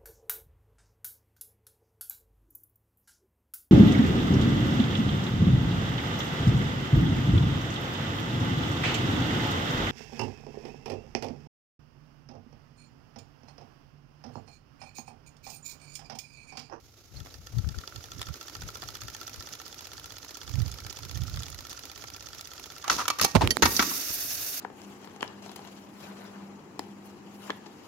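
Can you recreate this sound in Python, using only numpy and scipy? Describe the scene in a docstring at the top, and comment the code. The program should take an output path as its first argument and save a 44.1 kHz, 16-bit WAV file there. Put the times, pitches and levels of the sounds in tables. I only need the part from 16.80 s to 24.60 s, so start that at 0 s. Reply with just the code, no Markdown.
"""A small oscillating steam engine on a garden fence rail is flicked into motion and settles near sixteen
turns a second. Each turn gives a port hiss, a bearing knock, an exhaust spit and a softer return knock,
all noise bursts shaped by its resonances, while joints leak and gusts buffet the microphone.
At six seconds it tips off the rail, the microphone is jostled, and the engine clatters to the ground,
frame and brass ringing, and lies there blowing off steam."""
import sys
import numpy as np
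from scipy import signal
from scipy.fft import rfft, irfft
from scipy.io import wavfile
from scipy.ndimage import uniform_filter1d

SR = 44100
rng = np.random.default_rng(int(sys.argv[2]) if len(sys.argv) > 2 else 0)


def bounce(signal):
    """Save signal as a 16-bit WAV file at the path given by the first command-line argument."""
    frames = np.transpose(np.atleast_2d(signal))
    limited = np.clip(frames, -1, 1)
    pcm = np.round(limited * 32767).astype(np.int16)
    wavfile.write(sys.argv[1], SR, pcm)


N = 343980
TIME = np.arange(N) / SR
FLICK_S, FIRST_TURN_S, TIP_S, LANDING_S = .29, .433, 6.05, 6.8


def from_db(db):
    """Decibels to gain."""
    return 10 ** (np.asarray(db) / 20)


def rms_one(x):
    """Scale to unit rms."""
    return x / np.sqrt(np.mean(x ** 2) + 1e-20)


def in_time(rows):
    """A curve's columns, interpolated to every sample."""
    times, *columns = np.transpose(rows)
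    return [np.interp(TIME, times, column) for column in columns]


def at_hz(points, hz):
    """Read a curve on a log-frequency axis."""
    freqs, values = np.transpose(points)
    return np.interp(np.log(hz + 1), np.log(freqs), values)


def add(out, start_s, sound):
    """Mix a stereo sound in at start_s."""
    i = max(int(start_s * SR), 0)
    out[:, i:i + sound.shape[-1]] += sound[:, :max(N - i, 0)]


def drift(rate_hz):
    """Random wander of unit rms that changes about rate_hz times a second."""
    knots = rng.standard_normal(N)
    return rms_one(np.interp(TIME * rate_hz, np.arange(N), knots))


def envelope(start_s, length_s, attack_s, release_s):
    """Rise, hold until length_s has passed, then die away."""
    age = TIME - start_s
    return np.clip(age / attack_s, 0, 1) * np.exp(-np.maximum(age - length_s, 0) / release_s)


def panned(db):
    """Equal-power gains with the left side db above the right."""
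    gains = from_db(np.array([[.5], [-.5]]) * db)
    return gains / np.sqrt(np.mean(gains ** 2, axis=0))


def butter(x, hz, kind, order=2):
    """Butterworth filter."""
    sos = signal.butter(order, np.minimum(hz, .45 * SR), kind, fs=SR, output="sos")
    return signal.sosfilt(sos, x)


def resonance(x, hz, width_hz):
    """Ring one hollow note."""
    return butter(x, [hz - width_hz / 2, hz + width_hz / 2], "band", order=1)


def colour(x, eq, size=4096):
    """Minimum-phase EQ through (freq_hz, gain_db) points."""
    gains = from_db(at_hz(eq, np.arange(size // 2 + 1) * SR / size))
    cepstrum = irfft(np.log(gains))
    cepstrum[1:size // 2] *= 2
    cepstrum[size // 2 + 1:] = 0
    impulse = irfft(np.exp(rfft(cepstrum)))
    return signal.fftconvolve(x, impulse[None], axes=-1)[:, :x.shape[-1]]


def struck(modes, t, spread_db):
    """Decaying modes, each with its own strength and phase on either side."""
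    hz, db, t60 = np.transpose(modes)[:, :, None, None]
    shape = (len(modes), 2, 1)
    gain = from_db(db + spread_db * rng.standard_normal(shape) - 60 * t / t60)
    return np.sum(gain * np.sin(2 * np.pi * (hz * t + rng.random(shape))), axis=0)


# how the ports colour each side, at full lean: freq_hz, pan_db
AIR_PAN = [(100, -4.5), (400, -3), (900, 1), (1400, -3.5), (2200, -2), (3400, -3.5), (5300, -14),
           (7000, -8), (8500, 1.5), (15000, 0)]
# how alike the two sides are: freq_hz, correlation
AIR_CORRELATION = [(60, 0.47), (250, 0.88), (700, 0.59), (1400, 0.54), (3000, 0.12), (7000, 0.016),
                   (15000, 0.13)]
def air_noise(lean=0.79):
    """White stereo noise, narrow in the lows, wide on top; lean pulls the presence range right."""
    hz = np.arange(N // 2 + 1) * SR / N
    mid, side = rfft(rng.standard_normal((2, N)))
    alike = np.clip(at_hz(AIR_CORRELATION, hz), -.95, .95)
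    pair = np.sqrt(1 + alike) * mid + np.sqrt(1 - alike) * side * [[1], [-1]]
    return rms_one(irfft(pair * panned(lean * at_hz(AIR_PAN, hz)), N))


# flywheel run-up, shared with the engine's strokes: time_s, turns_per_s
FLYWHEEL_SPEED = [(0.527, 7.184), (1.2335, 12.645), (1.657, 14.38), (2.231, 15.3), (3.594, 16.174)]
# steam pressure, riding leaks, exhaust and port hiss alike: time_s, gain_db
STEAM_PRESSURE = [(2.2, 1), (3.3, -0.5), (4.3, 1.5), (5.3, -1), (6.0, -.5)]
# tone of the burner and leaks: freq_hz, gain_db
LEAK_EQ = [(88, -39), (150, 1.5), (182, -11.5), (275, 1.5), (854, -8), (1020, -12.5), (1360, -5),
           (1530, -11.5), (3420, -10), (4080, -8.5), (5360, -5.5), (6770, -7), (8230, -23.5), (12700, -14),
           (16000, -22.5)]
def leaks(rest_db=-59, full_speed_db=-51, tipped_db=-47.5, fade_s=0.056):
    """Burner and leaking joints make a soft, uneven bed that rises at the flick and again at the tip."""
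    speed, = in_time(FLYWHEEL_SPEED)
    pressure_db, = in_time(STEAM_PRESSURE)
    started, tipped = (np.clip((TIME - s) / fade_s, 0, 1) for s in (FLICK_S, TIP_S))
    running_db = full_speed_db + pressure_db - 0.53 * (speed.max() - speed)
    level_db = (1 - started) * rest_db + (started - tipped) * running_db + tipped * tipped_db
    return from_db(level_db + 2.25 * drift(120)) * rms_one(colour(air_noise(lean=0.92), LEAK_EQ))


# tone of the buffeting: freq_hz, gain_db
WIND_EQ = [(20, -39), (40, -1.5), (70, 4.5), (110, 4.5), (180, -11.5), (300, -24.5), (600, -44.5),
           (2000, -61)]
# gusts on the microphone: peak_s, half_length_s, gain_db, pan_db
WIND_GUSTS = [(0.39, 0.043, -42, 32), (0.593, 0.058, -51, 28), (0.779, 0.023, -26, 36),
              (0.865, 0.034, -30, 24), (0.976, 0.016, -34.5, 23), (1.174, 0.019, -42.5, -29),
              (1.385, 0.019, -37.5, -29), (1.5, 0.02, -36.5, -30), (1.833, 0.042, -41.5, 6),
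              (2.073, 0.054, -52, 5), (2.25, .03, -46, 13), (2.585, 0.021, -47, 13), (3.8, 0.052, -26, -40),
              (3.92, 0.033, -43, -8), (4.057, .04, -44, -5), (4.243, .035, -45, -20),
              (4.403, 0.054, -31.5, -22), (4.565, 0.053, -35.5, -6.5), (4.74, 0.062, -47.5, -15)]
# jolts that shake the microphone: start_s, level_db, pan_db
MIC_JOLTS = [(6.545, -18, -7), (6.63, -21.5, -7), (6.823, -24, -2), (7.297, -48, 0)]
def wind_and_jolts(breeze_db=-57.5):
    """Low buffeting: a light breeze, gusts that swell and fade on one side, and the rumble of jolts."""
    buffet = colour(air_noise(lean=0), WIND_EQ)
    buffet /= np.sqrt(uniform_filter1d(buffet ** 2, size=3000, axis=-1))  # even out the noise's level
    power = from_db(breeze_db + 3 * drift(6.6)) ** 2
    for peak_s, half_length_s, db, pan_db in WIND_GUSTS:
        swell = 1 / np.cosh(np.minimum(1.33 * np.abs(TIME - peak_s) / half_length_s, 20))
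        power = power + (from_db(db + 2.5) * panned(pan_db) * swell) ** 2
    for start_s, db, pan_db in MIC_JOLTS:
        shake = envelope(start_s, length_s=0.013, attack_s=0.0064, release_s=0.033)
        power = power + (from_db(db) * panned(pan_db) * shake) ** 2
    return np.sqrt(power) * buffet


# pivot chirps: peak_s, pitch_hz, level_db, width_s
PIVOT_SQUEAKS = [(0.371, 4350, -46.5, 0.0063), (.506, 3900, -52.5, .004)]
def pivot_squeaks():
    """The dry pivot gives brief, breathy notes as the flywheel is flicked."""
    noise, out = air_noise(), np.zeros((2, N))
    for peak_s, hz, db, width_s in PIVOT_SQUEAKS:
        swell = np.exp(-((TIME - peak_s) / width_s) ** 2 / 2)
        out += from_db(db) * swell * rms_one(resonance(noise, hz, hz / 15))
    return out


def each_turn(tone, noise, lead_turns, level_db, rise_s, decay_s, spread_db, jitter_s):
    """One noise burst a turn, filtered by tone, lead_turns before the exhaust opens, until the tip."""
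    speed, = in_time(FLYWHEEL_SPEED)
    turns = np.cumsum(speed) / SR
    turns -= np.interp(FIRST_TURN_S, TIME, turns)
    count = np.arange(np.interp(TIP_S, TIME, turns))
    leads = np.interp(count, turns, lead_turns + np.zeros(N))
    starts = np.interp(count - leads, turns, TIME)
    out, t = np.zeros((2, N)), np.arange(SR // 25) / SR
    shape = (1 - np.exp(-(t / rise_s) ** 2)) * np.exp(-t / decay_s)
    slices = noise[:, :len(count) * len(t)].reshape(2, len(count), len(t))
    # the same surfaces meet on every turn, so part of each burst repeats
    slices = (slices + from_db(-2.5) * slices[:, :1]).reshape(-1, len(t))
    bursts = tone(slices * shape).reshape(2, len(count), -1)
    for k, (late, strong) in enumerate(rng.standard_normal((len(count), 2))):
        gain = from_db(level_db[int(starts[k] * SR)] + spread_db * strong)
        add(out, starts[k] + jitter_s * late, gain * rms_one(bursts[:, k]))
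    return out


# the running engine's resonances: pitch_hz, width_hz, gain_db
BODY_MODES = [(393, 166, -4.5), (856, 54, -0.5), (1163, 94, -7), (1353, 34, 7.5), (1808, 58, -2.5),
              (2720, 380, -7), (3444, 180, 1.0), (4490, 330, 3), (5300, 680, -2), (5900, 380, -2.5),
              (6580, 610, -3.5)]
def engine_body(x):
    """The engine's resonances ring in parallel, in alternating polarity."""
    out = 0
    for k, (hz, width_hz, db) in enumerate(BODY_MODES):
        radius = np.exp(-np.pi * width_hz / SR)
        feedback = [1, -2 * radius * np.cos(2 * np.pi * hz / SR), radius ** 2]
        mode = signal.lfilter([1, 0, -1], feedback, x) * (1 - radius ** 2) / 2
        out = out + (-1) ** k * from_db(db) * mode
    return out


def cylinder(x):
    """The cylinder's hollow note, rung by the piston at either end of its travel."""
    return resonance(x, hz=1365, width_hz=130)


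# play in the bearing: time_s, lead_turns, knock_gain_db, hollow_offset_db
BEARING_PLAY = [(0.43, 0.22, -44, -8.5), (1.0, 0.22, -36, -18), (1.4, 0.25, -40.5, -8),
                (1.9, 0.25, -36.5, -1.5), (2.3, 0.3, -36, -4), (3.0, .285, -41, -7.5),
                (4.2, 0.32, -40, -8.5), (6.0, 0.32, -40.5, -7.5)]
# the crank pin's tinkle during the run-up: time_s, level_db
PIN_TINKLE = [(0.4, -66.5), (2.5, -56), (3.1, -71)]
def knocks():
    """Each turn the bearing takes up its slack, the crank pin tinkles and the piston knocks back."""
    speed, = in_time(FLYWHEEL_SPEED)
    lead, knock_db, hollow_db = in_time(BEARING_PLAY)
    tinkle_db, = in_time(PIN_TINKLE)
    shaking = np.exp(-((speed - 10.85) / 1.9) ** 2)  # a shaky range of speeds swells the return knock
    return_db = -61 - 1.3 * (speed.max() - speed) + 18 * shaking
    grit = air_noise() * from_db(4.3 * drift(3000))
    crank_pin = lambda x: resonance(x, hz=12200, width_hz=830)
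    knock = each_turn(engine_body, grit, lead + .012, knock_db - 9,
                      rise_s=.0016, decay_s=.0018, spread_db=1.2, jitter_s=.0003)
    hollow = each_turn(cylinder, air_noise(), lead, knock_db + hollow_db - 11.5,
                       rise_s=.00059, decay_s=.0042, spread_db=1.5, jitter_s=.00029)
    tinkle = each_turn(crank_pin, air_noise(), lead + .03, tinkle_db,
                       rise_s=.00079, decay_s=.0022, spread_db=1.5, jitter_s=.0003)
    return_knock = each_turn(cylinder, air_noise(), lead - .55, return_db,
                             rise_s=.0012, decay_s=.0035, spread_db=0.5, jitter_s=.00034)
    return knock + hollow + tinkle + return_knock


# tone of the exhaust pipe: freq_hz, gain_db
EXHAUST_EQ = [(200, -41), (800, 1), (1350, -7), (2000, -1.5), (3500, -0.5), (5200, 3), (6800, -1.5),
              (7900, -14), (10000, -7), (12700, -5.5), (16000, -8.5)]
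def exhaust():
    """Wet steam spits out once a turn and trails off, louder with speed and pressure."""
    speed, = in_time(FLYWHEEL_SPEED)
    pressure_db, = in_time(STEAM_PRESSURE)
    spit_db = -50.5 + pressure_db - 2.9 * (speed.max() - speed)
    grit = air_noise() * from_db(3.5 * drift(3000))
    pipe = lambda x: colour(x, EXHAUST_EQ)
    spit = each_turn(pipe, grit, lead_turns=.03, level_db=spit_db,
                     rise_s=.0016, decay_s=.0015, spread_db=1.1, jitter_s=.0004)
    trail = each_turn(pipe, air_noise(), lead_turns=.05, level_db=spit_db - 6.5,
                      rise_s=.002, decay_s=.0062, spread_db=1.5, jitter_s=.00067)
    return spit + trail


# water spits and stray ticks: start_s, dry_peak_db, pitch_hz
WATER_TICKS = [(0.4599, -36, 1160), (0.469, -38, 1200), (1.013, -35, 3000), (1.416, -20.5, 3420),
               (1.415, -26.5, 970), (1.428, -27, 2700), (1.487, -31, 1490), (2.03, -25.5, 1030),
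               (3.916, -26, 5970), (4.067, -30.5, 1700), (4.572, -27, 1690), (4.633, -26, 4500),
               (4.701, -30, 13000), (4.896, -28.5, 7000), (4.928, -31, 1440), (5.24, -27, 1560),
               (5.61, -28.5, 6700)]
def ticks(decay_s=0.002, ring_db=3.0):
    """Spitting water and lone sharp ticks, which also ring the engine's body."""
    out, t = np.zeros((2, N)), np.arange(SR // 50) / SR
    for start_s, db, hz in WATER_TICKS:
        burst = rng.standard_normal((2, len(t))) * np.exp(-t / decay_s)
        tick = butter(burst, [hz / 2, hz * 1.28], "band", order=1)
        add(out, start_s, from_db(db) * panned(-3.6) * tick / np.abs(tick).max())
    return out + from_db(ring_db) * engine_body(out + 1e-18)


# tone of the steam port: freq_hz, gain_db
PORT_EQ = [(1000, -15), (3500, 3), (4600, -7), (5500, 3), (6700, -4), (7800, -9.5), (16000, -12)]
def port_whistle(x, from_hz=4400, to_hz=7000, glide_s=.014, whistle_db=6.0):
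    """As the port narrows, a breathy whistle climbs through its hiss."""
    hz = np.interp(np.arange(x.shape[-1]) / SR, [0, glide_s], [from_hz, to_hz])
    whistle = butter(x, 520, "low") * np.cos(2 * np.pi * np.cumsum(hz) / SR)
    whistle = (whistle.reshape(2, -1) * panned(-13.0)).reshape(x.shape)
    return rms_one(colour(x, PORT_EQ)) + from_db(whistle_db) * rms_one(whistle)


def port_hiss(full_turns_per_s=13.3):
    """The port hisses just ahead of each knock, fully only once the engine is fast enough."""
    speed, = in_time(FLYWHEEL_SPEED)
    pressure_db, = in_time(STEAM_PRESSURE)
    knock_lead, _, _ = in_time(BEARING_PLAY)
    level_db = -52.5 + pressure_db - 11 * np.maximum(full_turns_per_s - speed, 0)
    return each_turn(port_whistle, air_noise(lean=0.76), knock_lead + .205, level_db,
                     rise_s=.01, decay_s=.0033, spread_db=4.0, jitter_s=.00054)


# short jets of steam: start_s, length_s, level_db
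STEAM_SPURTS = [(4.894, 0.026, -46), (6.105, 0.017, -27.5), (6.126, 0.093, -34), (6.228, 0.027, -44),
                (6.385, 0.023, -40.5), (6.4117, 0.0018, -19), (6.419, 0.024, -25), (6.445, 0.0046, -21.5),
                (6.458, 0.058, -41.5)]
# tone of a jet, also used for the brass rasp: freq_hz, gain_db
JET_EQ = [(300, 3), (1200, -6), (2500, -5.5), (4000, 0.5), (6200, 6.5), (8000, -12), (12500, -8),
          (16000, -17)]
def steam_spurts():
    """Jets sputter from the boiler as it tips."""
    jets = sum(from_db(db) * envelope(start_s, length_s, attack_s=.0012, release_s=.0073)
               for start_s, length_s, db in STEAM_SPURTS)
    sputter = from_db(2.7 * drift(500))
    return jets * sputter * rms_one(colour(air_noise(lean=0.64), JET_EQ))


# the base slides along the rail: start_s, length_s, level_db
RAIL_SLIDES = [(6.035, .05, -40), (6.09, 0.03, -30), (6.174, 0.039, -27.5)]
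def rail_scrape():
    """Wood slips on wood in small jerks that sound the base's hollow note."""
    sliding = sum(from_db(db) * envelope(start_s, length_s, attack_s=.019, release_s=.012)
                  for start_s, length_s, db in RAIL_SLIDES)
    slips = air_noise(lean=0) * from_db(1.6 * drift(400))
    return sliding * rms_one(resonance(slips, hz=1170, width_hz=220))


# hits on rail and ground: start_s, gain_db, wood_pitch_hz, treble_db, pan_db
FALL_HITS = [(6.04, -29.5, 1370, -33, -7), (6.078, -19, 860, -28, -4), (6.097, -6.5, 1346, -33, 3.5),
             (6.253, -23, 1390, -31, 4), (6.279, -12.5, 1190, -17, -4), (6.3, -11.5, 1220, -26, 2),
             (6.386, -23, 1180, -17, 8), (6.395, -14.5, 1250, -32, 2), (6.412, -12, 1150, -5, 8),
             (6.445, -8.5, 834, -11.5, -2), (6.821, -4, 894, -24, -1.5), (6.828, -4, 1380, -34, 14),
             (6.853, -6, 980, -22, -1.5), (6.992, -6, 1340, -44, 2.5), (7.022, -12, 1190, -18, 3.5),
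             (7.109, -22.5, 1170, -7, 4)]
# tone of a hit's crack: freq_hz, gain_db
CRACK_EQ = [(150, -21.5), (600, -9.5), (1200, 4), (2200, 1), (3200, -1), (4500, -0.5), (6500, 3.5),
            (7900, -8.5), (12500, -3), (16000, -18)]
# ring of boiler, firebox and base: pitch_hz, gain_db, t60_s
FRAME_MODES = [(295, -4.5, 0.23), (750, -21, 0.068), (820, 2, 0.075), (910, -2, 0.17), (961, -1, 0.13),
               (1100, -19, .12), (1153, 3, 0.2), (1312, 12, 0.049), (1380, 8, 0.039), (1650, -31, .11),
               (1855, 0, 0.25), (2150, -13, 0.11), (2280, 2, 0.15), (2650, 7, 0.14), (3470, -1, 0.11),
               (4300, 7, 0.14), (5400, -12.5, .1), (6220, -11, 0.12)]
def clatter(wood_db=-3.0, ring_db=-7.5):
    """Each hit of the fall is a rough crack, a woody note set by where it lands, and the ringing frame."""
    out, t = np.zeros((2, N)), np.arange(SR // 4) / SR
    noise = air_noise()
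    unit_attack = lambda x: x / np.sqrt(np.mean(x[:, :SR // 100] ** 2))  # unit rms in the first 10 ms
    for k, (start_s, db, wood_hz, treble_db, pan_db) in enumerate(FALL_HITS):
        bass_db, contact_s = (0, .0031) if start_s < LANDING_S else (23, .0076)  # rail, then ground
        shape = np.exp(-t / contact_s) * (1 - np.exp(-t / 0.0014))
        contact = noise[:, k * len(t):(k + 1) * len(t)] * shape
        hit_eq = [(350, bass_db), (900, 0), (6500, 0.014), (9000, treble_db + 16.5)]
        crack = unit_attack(colour(colour(contact, CRACK_EQ), hit_eq))
        wood = unit_attack(resonance(contact, wood_hz, width_hz=110))
        frame = struck(FRAME_MODES, t, spread_db=4.0) * (1 - np.exp(-t / 0.00064))
        ring = unit_attack(butter(frame, 1900, "low", order=1))
        hit = unit_attack(crack + from_db(wood_db) * wood + from_db(ring_db) * ring)
        add(out, start_s + 0.00081, from_db(db - 10) * panned(pan_db) * hit)
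    return out


def hand_rub(level_db=-44):
    """A hand shifts its grip beside the microphone: one soft, uneven rub on the housing."""
    rub = rms_one(butter(air_noise(), [170, 400], "band"))
    unevenness = from_db(3.5 * drift(70))
    stroke = envelope(start_s=6.52, length_s=0.58, attack_s=0.092, release_s=.09)
    return from_db(level_db) * stroke * unevenness * rub


# handling thumps: start_s, peak_db, decay_s, cutoff_hz, pan_db
MIC_BUMPS = [(6.5511, -6, 0.011, 1070, -11), (6.557, 0.5, 0.0022, 636, -8), (6.5654, -3, 0.002, 593, -27),
             (6.6096, -14, 0.0067, 1100, 1), (6.617, -8, 0.015, 1010, -0.5), (6.639, -17.5, 0.035, 497, 0),
             (6.6747, -4, 0.00061, 4000, -21), (6.7697, 3.5, 0.00023, 2320, -27),
             (7.304, -30, 0.0026, 610, -4), (7.429, -31.5, 0.0021, 700, -24)]
def mic_bumps():
    """Dull knocks carried straight through the microphone's housing."""
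    out, t = np.zeros((2, N)), np.arange(SR // 10) / SR
    for start_s, db, decay_s, hz, pan_db in MIC_BUMPS:
        noise = rng.standard_normal(len(t)) + 1.14 * rng.standard_normal((2, len(t)))
        housing_eq = [(50, -14), (150, 0), (330, 1), (hz, 0), (hz * 1.13, -10), (hz * 5, -19),
                      (22000, -50)]
        bump = colour(noise * np.exp(-t / decay_s), housing_eq)
        add(out, start_s, from_db(db) * panned(pan_db) * bump / np.abs(bump).max())
    return out


# landings of a loose brass part: start_s, gain_db, low_cut_hz
BRASS_HITS = [(6.7062, -19.5, 970), (6.965, -24, 4000)]
# its undamped ring: pitch_hz, gain_db, t60_s
BRASS_MODES = [(1895, 3, 0.063), (3120, -5.5, 0.15), (4550, 6, 0.074), (4850, -9, 0.024), (5770, 9, 0.019),
               (7340, -5, .04), (9744, -26, 0.046), (10800, -10, 0.15), (13400, -14, 0.061)]
def brass_pings(rasp_db=7.5, rasp_s=0.0065, damping_s=0.028):
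    """Brass lands with a rasp and rings until the contact damps it; a light touch rings thinner."""
    out, t = np.zeros((2, N)), np.arange(SR // 8) / SR
    for start_s, db, low_cut_hz in BRASS_HITS:
        rasp = colour(rng.standard_normal((2, len(t))) * np.exp(-t / rasp_s), JET_EQ)
        shape = (1 - np.exp(-t / 0.00067)) * np.exp(-t / damping_s)
        ring = struck(BRASS_MODES, t, spread_db=2.5) * shape
        ping = butter(ring + from_db(rasp_db) * rasp, low_cut_hz, "high", order=3)
        add(out, start_s, from_db(db) * panned(-9.0) * ping)
    return out


def ground_bounce(x, delay_s=.0011, echo_db=-12):
    """A faint echo off the ground combs the hiss; the comb barely shifts as the microphone sways."""
    late = TIME - delay_s - .00003 * drift(3)
    return x + from_db(echo_db) * np.array([np.interp(late, TIME, side) for side in x])


# faders for the blow-off's two bands: time_s, low_gain_db, high_gain_db
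BLOWOFF_FADERS = [(6.83, -44, -40), (6.964, -39, -40), (7.164, -40, -38), (7.442, -42.5, -39.5),
                  (7.8, -43.5, -39.5)]
# tone of the escaping steam: freq_hz, gain_db
BLOWOFF_EQ = [(150, -21), (450, -30), (650, -6.5), (900, -21), (1500, -5.5), (1850, -11), (2350, -5.5),
              (3100, -8.5), (4400, -2.5), (6100, 4), (7900, -0.5), (10500, 1.5), (13500, 7), (16000, -1.5)]
def blow_off(start_s=6.83):
    """The fallen boiler vents a steady hiss that grows brighter as the steam dries."""
    low_db, high_db = in_time(BLOWOFF_FADERS)
    hiss = ground_bounce(colour(air_noise(), BLOWOFF_EQ))
    low = from_db(low_db + 5.5 + 1.3 * drift(90)) * rms_one(butter(hiss, 6680, "low", order=6))
    high = from_db(high_db + 4.5 + 1.5 * drift(35)) * rms_one(butter(hiss, 8000, "high", order=6))
    opened = np.clip((TIME - start_s) / 0.013, 0, 1)
    flutter = from_db(0.74 * drift(150))
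    return opened * (low + high) * flutter


# slaps off the fences: mean_delay_s, level_db
FENCE_ECHOES = [(.0047, -11.5), (0.0147, -23), (.031, -23), (.047, -33)]
def garden(x, tail_db=-21.5, t60_s=0.83):
    """A few fence echoes and a faint, dull scatter from the yard."""
    t = np.arange(SR // 2) / SR
    scatter = butter(rng.standard_normal((2, len(t))), 6500, "low")
    tail = scatter * from_db(-60 * t / t60_s) * (1 - np.exp(-t / 0.0024))
    response = from_db(tail_db) * tail / np.sqrt(np.sum(tail ** 2) / 2)
    for delay_s, db in FENCE_ECHOES:
        taps = (delay_s * SR * rng.uniform(.85, 1.15, 2)).astype(int)  # one for each side
        response[[0, 1], taps] += from_db(db)
    return x + signal.fftconvolve(x, response, axes=-1)[:, :N]


def scene():
    """Engine and fall echo in the garden; brass, steam, handling, wind and squeaks stay dry."""
    engine = knocks() + exhaust() + port_hiss() + ticks()
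    echoing = garden(engine + clatter() + rail_scrape())
    brass = brass_pings()
    steam = leaks() + steam_spurts() + blow_off()
    on_microphone = mic_bumps() + hand_rub() + wind_and_jolts()
    return echoing + brass + steam + on_microphone + pivot_squeaks()


def record(dry, low_cut_hz=40, high_cut_hz=15750):
    """Cut the deepest rumble, soft-clip the peaks, then cut the top steeply."""
    clipped = np.tanh(butter(dry, low_cut_hz, "high", order=3))
    return signal.sosfilt(signal.ellip(10, .2, 80, high_cut_hz, fs=SR, output="sos"), clipped)


dry = scene()
out = record(dry)
bounce(out)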